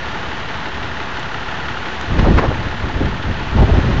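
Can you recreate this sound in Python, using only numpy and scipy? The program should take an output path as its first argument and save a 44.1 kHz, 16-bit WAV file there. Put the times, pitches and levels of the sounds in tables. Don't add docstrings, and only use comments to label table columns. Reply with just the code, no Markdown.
import sys
import numpy as np
from scipy import signal
from scipy.fft import rfft, irfft, next_fast_len
from scipy.io import wavfile
from scipy.ndimage import map_coordinates

SR = 44100
rng = np.random.default_rng(int(sys.argv[2]) if len(sys.argv) > 2 else 0)


def master_out(mix):
    frames = np.transpose(np.atleast_2d(mix))
    ceiling = np.clip(frames, -1, 1)
    pcm = np.round(ceiling * 32767).astype(np.int16)
    wavfile.write(sys.argv[1], SR, pcm)


N = 176400

# frequency_hz, density_db
ROAR_SPECTRUM = [(20, -19.5), (33, -6.5), (55, -8), (78, 0), (100, -4.5), (150, -4), (250, -10),
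                 (400, -9.5), (600, -14.5), (740, -8.5), (1100, -8.5), (1800, -7.5), (2200, -15),
                 (3000, -14), (3600, -18.5), (4000, -21), (5000, -28.5), (6300, -30.5), (7100, -37.5),
                 (7500, -47.5)]
CLATTER_SPECTRUM = [(300, -24.5), (700, -5), (1400, -3.5), (1900, 1.5), (2200, -5), (3000, -7.5),
                    (4200, -13), (7400, -35)]
THROB_SPECTRUM = [(25, -19.5), (45, 2), (75, 3), (110, -5), (170, -6), (250, -3.5), (370, -2), (560, -8.5),
                  (730, -2), (800, -17.5), (930, -5.5), (1060, -7), (1420, -7.5), (1700, -22),
                  (2200, -16.5), (3200, -19), (7000, -42.5)]
SPARK_SPECTRUM = [(300, -16), (1500, 2), (4000, -6.5), (7400, -14.5)]
KNOCK_SPECTRUM = [(600, -17), (1200, -12), (1330, 5), (1470, 3), (1600, -16), (1850, -6), (2300, -16),
                  (2900, -8.5), (5000, -28), (7400, -44)]
RUMBLE_SPECTRUM = [(10, -27.5), (22, -0.5), (42, 2), (85, 0.5), (140, -4.5), (175, -8), (225, -9),
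                   (400, -17), (800, -32), (2000, -49), (7000, -69.5)]
RASP_SPECTRUM = [(100, -9.5), (300, 4), (550, 6), (800, 0), (1100, -5.5), (2000, -16.5), (4000, -20.5),
                 (7000, -42)]
CRACKLE_SPECTRUM = [(400, -11), (1500, 5.5), (3000, -1), (5500, -7.5), (7400, -30.5)]
# time_s, relative_db
FIRE_CONTOUR = [(0, -33.5), (.4, -34), (.9, -34.5), (1.3, -34), (1.8, -33.5), (2.3, -33.5), (2.7, -35),
                (3.2, -36), (3.6, -33.5), (4, -32.5)]
COVER_CONTOUR = [(0, -28), (1.1, -24.5), (1.24, -21), (1.8, -19), (2.2, -24), (4, -25)]
# pitch_hz, level_db
HUM_PARTIALS = [(120, -43), (240, -48.5)]
# clatter_db, block_db, cover_db
CYLINDER_STRENGTHS = [(-2.5, -24.5, -2), (-2, -3.5, -6), (0.5, -25.5, 0.5), (-2, -5.5, -8.5),
                      (-3, -14.5, -0.5), (2.5, -1.5, -4.5)]
# pitch_hz, relative_db
BLOCK_MODES = [(864, 0), (887, -15), (735, -14)]
COVER_MODES = [(1424, 0), (1362, -11), (1775, -9), (2838, -17)]
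# multiple_of_firing_rate, level_db
EXHAUST_PARTIALS = [(1, -42.5), (2, -39), (6, -54), (15, -46.5)]
# start_s, level_db
SPARK_EVENTS = [(1.194, -21), (2.011, -17), (2.794, -31)]
KNOCK_EVENTS = [(1.255, -24.5), (1.341, -22), (1.484, -26), (1.541, -27), (1.683, -18), (1.771, -26),
                (1.941, -24)]
# time_s, pressure_db
GUST_CONTOURS = [
    [(2.03, -34), (2.07, -31), (2.1, -22.5), (2.135, -19), (2.19, -11.5), (2.26, -12), (2.32, -10),
     (2.378, -11), (2.402, -18.5), (2.47, -22), (2.497, -15), (2.56, -26.5)],
    [(2.575, -28), (2.595, -18.5), (2.654, -26), (2.672, -20), (2.712, -31.5), (2.748, -22), (2.78, -36),
     (2.815, -26.5), (2.858, -18), (2.9, -29)],
    [(2.93, -23), (2.98, -17), (3.05, -15.5), (3.125, -23.5), (3.25, -26), (3.285, -19.5), (3.37, -24),
     (3.42, -30), (3.52, -27)],
    [(3.53, -22), (3.565, -13), (3.595, -13), (3.625, -7), (3.662, -17.5), (3.698, -11), (3.732, -17),
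     (3.785, -10.5), (3.815, -20), (3.845, -12.5), (3.868, -17), (3.9, -14), (3.93, -11.5), (3.972, -20),
     (4.0, -12.5)],
]
# centre_s, level_db, width_s, low_hz, high_hz
EDDY_EVENTS = [(2.194, -15, 0.0052, 220, 2580), (2.258, -19, 0.013, 450, 1040),
               (2.276, -12, 0.0083, 219, 520), (2.319, -14, 0.0065, 120, 360),
               (2.387, -9.5, 0.0082, 228, 1810), (2.441, -16, 0.022, 254, 1170),
               (2.514, -19.5, 0.0094, 280, 800), (2.846, -26, .006, 200, 516),
               (3.016, -15.5, 0.0082, 198, 555), (3.587, -18.5, 0.011, 258, 1280),
               (3.622, -16, 0.017, 181, 700), (3.69, -20.5, .013, 232, 1050),
               (3.733, -20, 0.0092, 250, 550), (3.755, -23, 0.0054, 280, 850),
               (3.896, -28, 0.011, 190, 550)]

CYCLE_HZ = 5.837
FIRING_HZ = CYCLE_HZ * len(CYLINDER_STRENGTHS)


def amp(db):
    return 10 ** (np.asarray(db) / 20)


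def unit(x):
    return x / np.sqrt(np.mean(x ** 2) + 1e-20)


def clock():
    return np.arange(N) / SR


def curve(rows):
    return np.interp(clock(), *np.transpose(rows))


def wobble(rate_hz):
    return map_coordinates(rng.standard_normal(int(N * rate_hz / SR) + 4), [clock() * rate_hz])


def filtered(x, response):
    size = next_fast_len(N + SR // 2)
    return irfft(rfft(x, size) * response(np.fft.rfftfreq(size, 1 / SR)), size)[:N]


def coloured(x, spectrum):
    knots_hz, db = np.transpose(spectrum)
    return unit(filtered(x, lambda hz: amp(np.interp(np.log(hz + 1), np.log(knots_hz), db))))


def noise(spectrum):
    return coloured(rng.standard_normal(N), spectrum)


def strike(age_s, t60_s, attack_s):
    age_s = np.maximum(age_s, 0)
    return amp(-60 * age_s / t60_s) * (1 - np.exp(-age_s / attack_s))


def strike_train(times_s, sizes, t60_s, attack_s):
    blows = np.zeros(N + SR)
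    blows[np.abs(times_s * SR).astype(int)] = sizes
    return signal.fftconvolve(blows, strike(clock()[:SR // 4], t60_s, attack_s))[:N]


def tone(hz, wander_rad, wander_hz):
    return np.sin(2 * np.pi * (hz * clock() + rng.random()) + wander_rad * wobble(wander_hz))


def ring(times_s, levels_db, modes, t60_s, attack_s, scatter_db):
    sizes = amp(levels_db + scatter_db * rng.standard_normal(len(times_s)))
    envelope = strike_train(times_s, sizes, t60_s, attack_s)
    return envelope * sum(amp(db + wobble(20)) * tone(hz, 0.15, 12) for hz, db in modes)


def fire_roar(gain_db=6.5, flutter_db=.5):
    return noise(ROAR_SPECTRUM) * amp(curve(FIRE_CONTOUR) + gain_db + flutter_db * wobble(25.12))


def arc_hum():
    phase = 2 * np.pi * clock()
    return np.sqrt(2) * sum(amp(db + 1.8 * wobble(4)) * np.sin(hz * phase + .5 * wobble(2.6))
                            for hz, db in HUM_PARTIALS)


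def clatter(fired_s, levels_db, rms_db=-34, scatter_db=1.2, slap_db=-14):
    sizes = amp(levels_db + scatter_db * rng.standard_normal(len(fired_s)))
    times_s = np.r_[fired_s, fired_s + .5 / FIRING_HZ]
    bursts = strike_train(times_s, np.r_[sizes, sizes * amp(slap_db)], t60_s=.085, attack_s=.0014)
    return amp(rms_db) * unit(bursts * noise(CLATTER_SPECTRUM))


def diesel_impacts(slap_delay_s=.0125, block_gain_db=-14.3):
    firing = np.arange(int(N / SR * FIRING_HZ))
    fired_s = firing / FIRING_HZ - .0016
    clatter_db, block_db, cover_db = np.array(CYLINDER_STRENGTHS)[firing % len(CYLINDER_STRENGTHS)].T
    rattle = clatter(fired_s, clatter_db)
    block = ring(fired_s + slap_delay_s, block_db + block_gain_db, BLOCK_MODES,
                 t60_s=.052, attack_s=.0046, scatter_db=.5)
    cover = ring(fired_s, cover_db, COVER_MODES, t60_s=.045, attack_s=.0018, scatter_db=1)
    return rattle + block + cover * amp(curve(COVER_CONTOUR))


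def exhaust_drone():
    return np.sqrt(2) * sum(amp(db) * tone(n * FIRING_HZ, .24, 3.4) for n, db in EXHAUST_PARTIALS)


def engine_throb(level_db=-32, drift_s=.00016):
    cycles = np.resize(rng.standard_normal(round(SR / CYCLE_HZ)), N)
    shaking = coloured(cycles, THROB_SPECTRUM)
    drifted_s = clock() + drift_s * wobble(3)
    return amp(level_db) * map_coordinates(shaking, [drifted_s * SR], mode="mirror")


def sparks():
    envelope = sum(amp(db) * strike(clock() - s, t60_s=.014, attack_s=.00057) for s, db in SPARK_EVENTS)
    return envelope * noise(SPARK_SPECTRUM)


def hard_knocks():
    envelope = sum(amp(db) * strike(clock() - s, t60_s=.055, attack_s=.00095) for s, db in KNOCK_EVENTS)
    return envelope * noise(KNOCK_SPECTRUM)


def wind(onset_s=.052, full_gust_db=-11, rasp_exponent=1.6):
    first_gust_s = GUST_CONTOURS[0][0][0]
    calm = np.clip((first_gust_s - clock()) / onset_s, 0, 1)
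    pressure_db = curve(np.vstack(GUST_CONTOURS)) - 30 * calm
    rumble = noise(RUMBLE_SPECTRUM) * amp(pressure_db + 1.5 + 1.5 * wobble(35))
    rasp_db = -26 + rasp_exponent * (pressure_db - full_gust_db)
    rasp = noise(RASP_SPECTRUM) * amp(rasp_db + 1.1 * wobble(60))
    crackle = noise(CRACKLE_SPECTRUM)
    return rumble + rasp + sum(eddy(*row, crackle) for row in EDDY_EVENTS)


def eddy(centre_s, level_db, width_s, low_hz, high_hz, crackle):
    def pink_band(hz):
        return (hz + 1) ** -.5 / np.hypot(1, (low_hz / (hz + 1)) ** 3) / np.hypot(1, (hz / high_hz) ** 3)

    swell = np.exp(-.5 * ((clock() - centre_s) / width_s) ** 2)
    thump = swell * filtered(rng.standard_normal(N), pink_band)
    thump *= np.linalg.norm(swell) / np.linalg.norm(thump)
    crackle_gain = amp(-23) * high_hz / 970
    return amp(level_db) * (thump + crackle_gain * swell * crackle)


def scene():
    fire = fire_roar() + arc_hum() + sparks()
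    diesel = diesel_impacts() + exhaust_drone() + hard_knocks() + engine_throb()
    return (fire + diesel + wind())[None]


def low_pass(x, cutoff_hz):
    return signal.sosfilt(signal.ellip(10, .1, 80, cutoff_hz, fs=SR, output="sos"), x)


def record(dry, input_limit=.7, output_limit=.712, dc_offset=-.041):
    clipped = np.clip(dry, -input_limit, input_limit)
    narrow = low_pass(clipped, cutoff_hz=7450)
    splattered = np.clip(narrow, -output_limit, output_limit)
    return low_pass(splattered, cutoff_hz=15800) + dc_offset


dry = scene()
out = record(dry)
master_out(out)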